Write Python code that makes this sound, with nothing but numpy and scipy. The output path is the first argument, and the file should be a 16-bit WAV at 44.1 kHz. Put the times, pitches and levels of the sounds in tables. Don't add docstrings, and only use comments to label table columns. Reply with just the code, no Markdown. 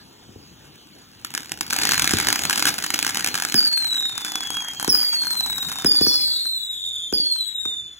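import sys
import numpy as np
from scipy import signal
from scipy.fft import rfft, irfft, next_fast_len
from scipy.io import wavfile
from scipy.ndimage import uniform_filter1d, minimum_filter1d

SR = 44100
rng = np.random.default_rng(int(sys.argv[2]) if len(sys.argv) > 2 else 0)


def transcribe(signal):
    frames = np.atleast_2d(signal).T
    limited = np.clip(frames, -1, 1)
    pcm = np.round(limited * 32767).astype(np.int16)
    wavfile.write(sys.argv[1], SR, pcm)


def magnitude_from_level(level_db):
    exponent = np.asarray(level_db, float) / 20
    return 10 ** exponent


N = 352359

# (time [s], jet hiss [dB], crackle [dB])
BURN = [(0, -55.5, -48), (1.2, -54, -39), (1.68, -44.5, -62), (1.8, -27, -9.5), (2.679, -29.5, -9),
        (2.75, -36, -8), (3.5, -33.5, -9.5), (3.7, -49, -17.5), (4.1, -39.5, -18), (5.8, -39, -14),
        (6.3, -41.5, -25), (6.55, -50.5, -66), (7.99, -53.5, -97)]
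# (time [s], peak [dB])
LOUD_SPARKS = [(1.248, -10), (1.3047, -23), (1.3393, -14.5), (1.35, -7), (1.3771, -9.5), (1.405, -22),
               (1.4315, -23.5), (1.458, -23.5), (1.4944, -23), (1.5189, -8), (1.5745, -23.5), (1.6096, -3.5),
               (1.6654, -19.5), (1.7015, -14), (1.706, -7.5), (1.7277, -7), (1.7323, -4.5), (1.741, -11),
               (1.7633, -5.5), (1.7872, -4), (1.8152, -9), (1.8348, -4.5), (1.8526, -3), (1.8714, -7),
               (1.8916, -2.5), (1.9106, -7.5), (1.9193, -0.5), (1.9345, -4), (1.9433, -5.5),
               (1.9782, -4), (1.9957, -0.5), (2.021, -1), (2.0434, -2), (2.0756, -2), (2.0935, -7.5),
           (2.109, -3.5), (2.1361, -3.5), (2.17, -7.5), (2.1858, -4), (2.2002, -3.5), (2.2701, -2.5),
           (2.2861, -0.5), (2.3029, -6), (2.3272, -0.5), (2.3584, -4.5), (2.3921, -7.5), (2.4365, -7),
           (2.4525, -3.5), (2.4974, -1), (2.5083, -5), (2.5289, -5), (2.5585, -6), (2.5766, -3.5),
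           (2.5952, -5), (2.6247, -2), (2.6546, -1), (2.668, -4), (2.6708, -7), (2.6751, -3.5),
               (2.7412, -11.5), (2.782, -10), (2.8244, -11), (2.864, -8), (2.904, -6), (2.9395, -7),
           (2.9429, -3.5), (2.979, -14.5), (2.9902, -4.5), (3.0272, -3), (3.0477, -6), (3.066, -4),
           (3.092, -9.5), (3.1463, -8.5), (3.1712, -3.5), (3.245, -3), (3.2624, -6), (3.303, -23.5),
           (3.3429, -7.5), (3.4001, -9), (3.4225, -5.5), (3.4502, -5), (3.5226, -7.5), (3.5426, -3),
           (3.6062, -12.5), (3.6527, -18), (3.9644, -17.5), (4.0066, -17), (4.0547, -15.5), (4.0952, -19.5),
               (4.1785, -8.5), (4.248, -8), (4.3195, -10.5), (4.3556, -5.5), (4.4066, -10), (4.5042, -7),
              (4.5694, -10.5), (4.6842, -13.5), (4.735, -17.5), (4.7981, -8.5), (4.8275, -7), (4.846, -5.5),
              (4.8778, -4.5), (4.9509, -8), (5.2694, -9.5), (5.3074, -11), (5.4072, -7), (5.4615, -10.5),
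              (5.5814, -11), (5.647, -18.5), (5.717, -10.5), (5.786, -11), (5.846, -5), (6.0117, -9.5),
              (6.0655, -10), (6.455, -20.5), (7.126, -13), (7.2637, -22), (7.3603, -23.5), (7.6541, -16)]
HUSH_S = .014, 0.0033
# (frequency [Hz], level [dB])
SPARK = [(300, -41.5), (1000, -43), (2500, -1), (5000, 2.5), (7500, 0), (11000, -4), (16000, -13)]
# (frequency [Hz], level [dB], t60 [s])
CASING = [(311, -29.5, 0.055), (865, -13, 0.0026), (1607, -15, 0.0093), (2290, -10.5, 0.0018)]
# (frequency [Hz], level [dB])
CRACKLE_COLOUR = [(60, -18.5), (220, -9), (400, -6), (600, -10), (800, 0.5)]
# (frequency [Hz], change [dB])
TIPPED = [(500, -1), (1000, 3.5), (1700, -5), (2600, -7.5), (5000, -2)]
TIP_S = 3.7, 4.78

# (launch [s], first [Hz], last [Hz], sink [s])
STARS = [(3.555, 4872, 3019, .53), (4.893, 5133, 3202, .623), (5.862, 4952, 2808, .736),
         (6.02, 4960, 3236, .636), (6.075, 5510, 2896, .595), (7.137, 4855, 3276, .379)]
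# (launch [dB], fade [dB/s], ground-image dip age [s], dip [dB], dip width [s])
FADES = [(-18, -11.5, .68, -10.5, 0.17), (-19.5, -12.5, 0.94, -2.5, 0.17), (-17.5, -23, .6, -5, 0.074),
         (-21.5, -9, 0.677, -7, 0.23), (-24, -11, 0.94, 0.5, 0.084), (-20.5, -13.5, .4, -7, 0.028)]
# (yelp [share of pitch], wane age [s], wane [dB])
HOOKS = [(0.0287, 1.1, -5.5), (.06, 1.3, -4), (0.009, 1.3, 1), (.005, 1.13, -11), (0.029, 0.965, -11.5),
         (0.0045, 0.69, -11.5)]
# (burn [s], turn age [s], rise [Hz])
ENDS = [(1.73, 1.47, 150), (1.57, 1.5, 230), (1.63, 1.56, 130), (1.63, 1.55, 230), (1.45, 1.36, 90),
        (1.6, 1.5, 100)]
# (2nd, 3rd, 4th partial at launch [dB], spin [1/s], spin depth [0-1])
VOICES = [(-13, -15.5, -24, 9.5, 0.54), (-12.5, -9.5, -16, 17, 0.4), (-12, -16.5, -24, 13, 0.64),
          (-13, -14.5, -28, 8.9, 0.07), (-15, -14, -22, 14, 0.68), (-15.5, -21, -35, 13, 0.1)]
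OVERTONES_DB_PER_S = [2, -5, 2]

# (time [s], peak [dB], ring [Hz], crack
# [dB], boom [dB])
SHOTS = [(0.287, -37, 207, -17, 1), (0.356, -32.5, 368, -23, -1), (2.133, -11.5, 298, -4, -4),
         (3.543, -14, 255, 18, -16), (4.877, -13.5, 313, -21, -14), (5.845, -11, 310, -7, -14),
         (6.009, -13, 335, -9, -11), (6.066, -18, 340, -19, -15), (7.124, -15.5, 364, -27, -16.5),
         (7.195, -28.5, 300, -28, -20), (7.654, -31.5, 343.6, -29.5, -8)]

# (frequency [Hz], level [dB])
JET = [(200, 7.5), (430, 3.5), (600, 0), (1550, 5), (2100, 7.5), (3100, 3), (3800, 7), (4500, 15.5),
       (5500, 2), (7000, 5.5), (9000, -9), (15000, -5)]
# (frequency [Hz], level [dB])
RUMBLE = [(40, -1), (90, -0.5), (300, -1.5), (600, -11), (900, -9.5), (2200, -22), (3000, -10),
          (9000, -25.5)]
RUMBLE_S = 2.8, 3.8, 6.3, 6.6
RUMBLE_DB = -48.5, -57.5, -55.5, -50
# (frequency [Hz], change [dB])
SKYWARD = [(60, -6), (150, -9), (900, -9), (1500, 1.5), (3000, 1), (7000, 0), (10000, -5.5)]
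# (start [s], end [s], pitch [Hz], level [dB])
DRONE = [(5.303, 5.814, 69.4, -53), (5.954, 6.41, 71, -52), (6.6, 7.112, 70.7, -58),
         (7.396, 8.209, 61.6, -62)]

# (frequency [Hz], t60 [s])
STREET = [(100, 0.057), (400, 0.57), (1500, 0.15), (4000, 0.27), (9000, 0.033), (16000, 0.36)]
# (delay [ms], level [dB])
WALLS = [(12, -19), (21, -12), (38, -68), (57, -17.5), (70, -14), (95, -18), (135, -20.5)]

# (frequency [Hz], likeness [0-1])
SAME = [(400, .99), (700, .6), (950, .9), (1400, .7), (2800, .3), (3500, .8), (4000, .82), (4500, .96),
        (9000, .94)]
# (frequency [Hz], lead [rad])
TURN = [(40, 0), (170, .3), (350, 1), (600, 1.9), (750, 1.2), (1050, 1.7), (1500, .2), (2600, .3),
        (3300, -.6), (3700, -1.8)]
# (frequency [Hz], difference [dB])
LEAN = [(50, 2.2), (200, 4.5), (400, 1), (700, -2), (1500, -2), (3000, -1.5), (4000, -1)]


def sparks(per_s=105, clumpy=0.56, spread_db=-6, bounce_ms=0.78, scatter_ms=.22, skew_ms=.25,
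           fizz_s=0.024, fizz_db=-25, bounce_gain=.85):
    small = rng.random((1600, 3))
    at = (small[:, 0] * N).astype(int)
    loud_s, loud_db = np.transpose(LOUD_SPARKS)
    clump = np.clip(1 + clumpy * wander(N, 14), 0, 2.5)[at]
    ahead_s = loud_s - at[:, None] / SR
    hushed = ((ahead_s < HUSH_S[0]) & (ahead_s > -HUSH_S[1])).any(axis=1)
    lit = (small[:, 2] < clump * per_s * N / SR / len(small)) & ~hushed
    spread = magnitude_from_level(spread_db * np.minimum(-np.log(small[:, 1] + 1e-9), 4))
    size = np.r_[magnitude_from_level(loud_db), lit * burn(2)[at] * spread]
    at = np.r_[np.round(loud_s * SR), at]

    height, side = rng.standard_normal((len(at), 2)).T
    echo = abs(bounce_ms + scatter_ms * height) * SR / 1000
    train = np.zeros((2, N))
    for port, shift in enumerate((0, skew_ms * SR / 1000 * side)):
        direct = np.clip(at + shift, 0, N - 1).astype(int)
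        bounced = np.clip(at + shift + echo, 0, N - 1).astype(int)
        np.add.at(train[port], direct, size)
        np.add.at(train[port], bounced, bounce_gain * size)

    glow = signal.lfilter([1], [1, -np.exp(-np.log(1000) / (fizz_s * SR))], train, axis=1)
    drive = train + magnitude_from_level(fizz_db) * glow * rng.standard_normal((2, N))
    t = np.arange(1024) / SR
    shock = causal(SPARK)
    shock = shock / abs(shock).max()
    for hz, db, t60 in CASING:
        shock = shock + magnitude_from_level(db - 60 * t / t60) * np.sin(2 * np.pi * hz * t)
    return -1.2 * signal.oaconvolve(drive, shock[None], axes=1)[:, :N]


def star(row, fade, hook, end, voice, wobble=0.0181, settle_s=0.28, steady_sway=0.00098, jitter=0.0098,
         flutter_db=3, twin=0.038, twin_db=-6, roar_db=-42, drift_rad=2.37, spent_s=.04):
    *overs_db, spin_hz, depth = voice
    launch_s, burn_s = row[0], end[0]
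    t = np.arange(launch_s, min(launch_s + burn_s, N / SR), 1 / SR)
    age = t - launch_s
    hz, db = flight(age, *row[1:], fade, hook, end)
    fresh = np.exp(-age / settle_s)
    spin = 2 * np.pi * (spin_hz * age + rng.random())
    sway = steady_sway + wobble * (0.25 + depth) * fresh
    sway = sway * (np.sin(spin) + 0.562 * wander(len(t), 25.8))
    pitch = hz * (1 + sway + jitter * fresh * wander(len(t), 150))
    facing = 1 - np.clip(depth, 0, .98) * (.5 + .5 * np.cos(spin))
    ports = np.array([0 * t, drift_rad * wander(len(t), 5.17)])

    tone = magnitude_from_level(roar_db) * rng.standard_normal((2, len(t)))
    for shift, gain in ((1, 1), (1 + twin * fresh, magnitude_from_level(twin_db) * fresh)):
        turn = 2 * np.pi * np.cumsum(pitch * shift) / SR + ports
        tone += gain * np.cos(turn)
        for k, over_db, db_per_s in zip(range(2, 5), overs_db, OVERTONES_DB_PER_S):
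            level = magnitude_from_level(over_db + db_per_s * age) * facing ** (k - 1) * (k * pitch < SR / 2.5)
            tone += gain * level * np.cos(k * turn)

    edges = np.clip(np.minimum(age / 0.002, (burn_s - age) / spent_s), 0, 1)
    flutter = magnitude_from_level(db + flutter_db * wander(len(t), 43.6))
    out = np.zeros((2, N))
    out[:, round((launch_s - .003) * SR):][:, :len(t)] = np.sqrt(2) * tone * edges * flutter
    return out


def flight(age, first_hz, last_hz, sink_s, fade, hook, end, hook_s=.035, wane_s=.03, chirp_s=.015,
           burst_db=3, burst_s=0.022):
    launch_db, fade_db, dip_age, dip_db, dip_s = fade
    yelp, wane_age, wane_db = hook
    _, turn_age, rise_hz = end
    hz = last_hz + (first_hz - last_hz) * np.exp(-age / sink_s)
    hz = hz + rise_hz / (1 + np.exp((turn_age - age) / hook_s))
    hz = hz * (1 + yelp * np.exp(-age / chirp_s))
    db = launch_db + fade_db * age
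    db = db + dip_db * np.exp(-((age - dip_age) / dip_s) ** 2)
    db = db + wane_db / (1 + np.exp((wane_age - age) / wane_s))
    return hz, db + burst_db * np.exp(-age / burst_s)


def shots(peak_s=0.006, width_s=0.0018, heave_rad=1.2, fuse_s=0.00077, crack_t60=0.0069,
          knock_hz=680, knock_db=-12, knock_s=0.0038, boom_hz=100, boom_s=0.00695, boom_t60=0.067):
    t = np.arange(6000) / SR
    out = np.zeros(N + 6000)
    knock = np.sin(2 * np.pi * knock_hz * t) * np.exp(-((t - knock_s) / width_s) ** 2)
    after = np.maximum(t - boom_s, 0)
    for s, db, hz, crack_db, boom_db in SHOTS:
        heave = np.cos(2 * np.pi * hz * (t - peak_s) + heave_rad)
        heave = heave * np.exp(-((t - peak_s) / width_s) ** 2)
        boom = magnitude_from_level(boom_db - 60 * after / boom_t60) * np.sin(2 * np.pi * boom_hz * after)
        crack = magnitude_from_level(min(crack_db, -3) - 60 * (t - fuse_s) / crack_t60) * (t > fuse_s)
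        crack = crack * rng.standard_normal(len(t))
        thump = 1.2 * heave + magnitude_from_level(knock_db) * knock + boom + crack
        out[round(s * SR):][:len(t)] += magnitude_from_level(db) * thump
    return out[:N]


def hiss_and_rumble():
    t = np.arange(N) / SR
    hiss = burn(1) * noise(JET, patchy_db=4.7)
    rumble = magnitude_from_level(np.interp(t, RUMBLE_S, RUMBLE_DB)) * noise(RUMBLE, patchy_db=2.5)
    return crossfaded(hiss + rumble, SKYWARD, RUMBLE_S[2:])


def drone():
    t = np.arange(N) / SR
    out = np.zeros(N)
    for start, end, hz, db in DRONE:
        swell = np.sin(np.pi * np.clip((t - start) / (end - start), 0, 1))
        out += np.sqrt(2) * magnitude_from_level(db) * swell * np.sin(2 * np.pi * hz * t)
    return out


def street(x, wet_db, walls_db):
    taps = np.zeros((2, SR // 2))
    at = np.arange(480, SR // 2 - 20, 20)
    at = at + rng.integers(0, 20, (2, len(at)))
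    np.put_along_axis(taps, at, rng.choice([-1., 1.], at.shape), 1)
    hz, t, z = signal.stft(taps, SR, nperseg=256)
    tail = signal.istft(z * magnitude_from_level(-60 * t / read(STREET, hz)[:, None]), SR, nperseg=256)[1]
    tail *= magnitude_from_level(wet_db) / np.linalg.norm(tail[0])
    for ms, db in WALLS:
        tail[:, round(ms * SR / 1000)] += magnitude_from_level(db + walls_db)
    return x + signal.fftconvolve(x * np.ones((2, 1)), tail, axes=1)[:, :N]


def burn(column):
    rows = np.transpose(BURN)
    return magnitude_from_level(np.interp(np.arange(N) / SR, rows[0], rows[column]))


def noise(points, patchy_db):
    hz = np.fft.rfftfreq(1024, 1 / SR)
    a, b, patches = rng.standard_normal((N // 256 + 5, 513, 2, 3)).T
    patches = uniform_filter1d(patches[0], size=12, axis=0)
    patches = evened(uniform_filter1d(patches, size=12, axis=1))
    z = (a + 1j * b) * magnitude_from_level(read(points, hz)[:, None] + patchy_db * patches)
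    return evened(signal.istft(z, nperseg=1024, noverlap=768)[1][:, :N])


def wander(size, hz):
    return evened(signal.lfilter(*signal.butter(2, hz, fs=SR), rng.standard_normal(size)))


def evened(x):
    return x / np.sqrt(np.mean(x ** 2) + 1e-20)


def read(points, hz):
    f, value = np.transpose(points)
    return np.interp(np.log(hz + 1), np.log(f + 1), value)


def causal(points):
    log_gain = np.log(magnitude_from_level(read(points, abs(np.fft.fftfreq(2048, 1 / SR)))))
    return np.fft.ifft(np.exp(np.conj(signal.hilbert(log_gain)))).real[:1024]


def filtered(x, points):
    return signal.oaconvolve(x, causal(points)[None], axes=1)[:, :N]


def crossfaded(x, points, span_s):
    turned = np.interp(np.arange(N) / SR, span_s, (0, 1))
    return (1 - turned) * x + turned * filtered(x, points)


def scene():
    crackle = filtered(street(sparks(), wet_db=-9.5, walls_db=-5), CRACKLE_COLOUR)
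    crackle = crossfaded(crackle, TIPPED, TIP_S)
    whistles = sum(star(*rows) for rows in zip(STARS, FADES, HOOKS, ENDS, VOICES))
    whistles = street(whistles, wet_db=-15, walls_db=-2.5)
    thumps = street(shots(), wet_db=-10.5, walls_db=-5)
    return crackle + whistles + thumps + hiss_and_rumble() + drone()


def thinned(pair, under_db=-8, masked_db=-30, loud_db=-66, size=16):
    mid_side = np.array([pair[0] + pair[1], pair[0] - pair[1]]) / 2
    hz, _, z = signal.stft(mid_side, SR, nperseg=1024)
    bands = (abs(z[:, :512]) ** 2).reshape(2, -1, size // 2, z.shape[2]).mean(axis=2)
    both = bands.sum(axis=0)
    near = -minimum_filter1d(-both, size=6, axis=0, origin=1)
    heard = bands > np.minimum(magnitude_from_level(2 * under_db) * bands[::-1], magnitude_from_level(2 * loud_db))
    keep = heard & (both > magnitude_from_level(2 * masked_db) * near)
    z[:, :512] *= np.repeat(keep, size // 2, axis=1) | (hz[:512, None] < 2000)
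    mid, side = signal.istft(z, SR, nperseg=1024)[1][:, :N]
    return np.array([mid + side, mid - side])


def low_pass(x):
    return signal.sosfilt(signal.butter(12, 16990, fs=SR, output="sos"), x)


def record(dry, late_s=.000231, flip_rad=3.62, split_hz=3700, low_hz=50, edge_hz=15850):
    size = next_fast_len(N + 4096)
    hz = np.fft.rfftfreq(size, 1 / SR)
    a, b = rfft(dry, size)
    same = read(SAME, hz)
    other = np.sqrt(1 - same ** 2)
    turn = np.where(hz < split_hz, read(TURN, hz), flip_rad - 2 * np.pi * late_s * hz)
    right = (same * a + other * b) / np.sqrt(1 + same * other) * np.exp(1j * turn)
    lean = magnitude_from_level(read(LEAN, hz) / 2)
    edges = 1 / (1 + (hz / edge_hz) ** 300) / (1 + (low_hz / (hz + 1)) ** 4)
    pair = irfft(np.array([a * lean, right / lean]) * edges, size)[:, :N]
    mix = np.clip(thinned(pair), -.94, .94)
    return low_pass(mix)


dry = scene()
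out = record(dry)
transcribe(out)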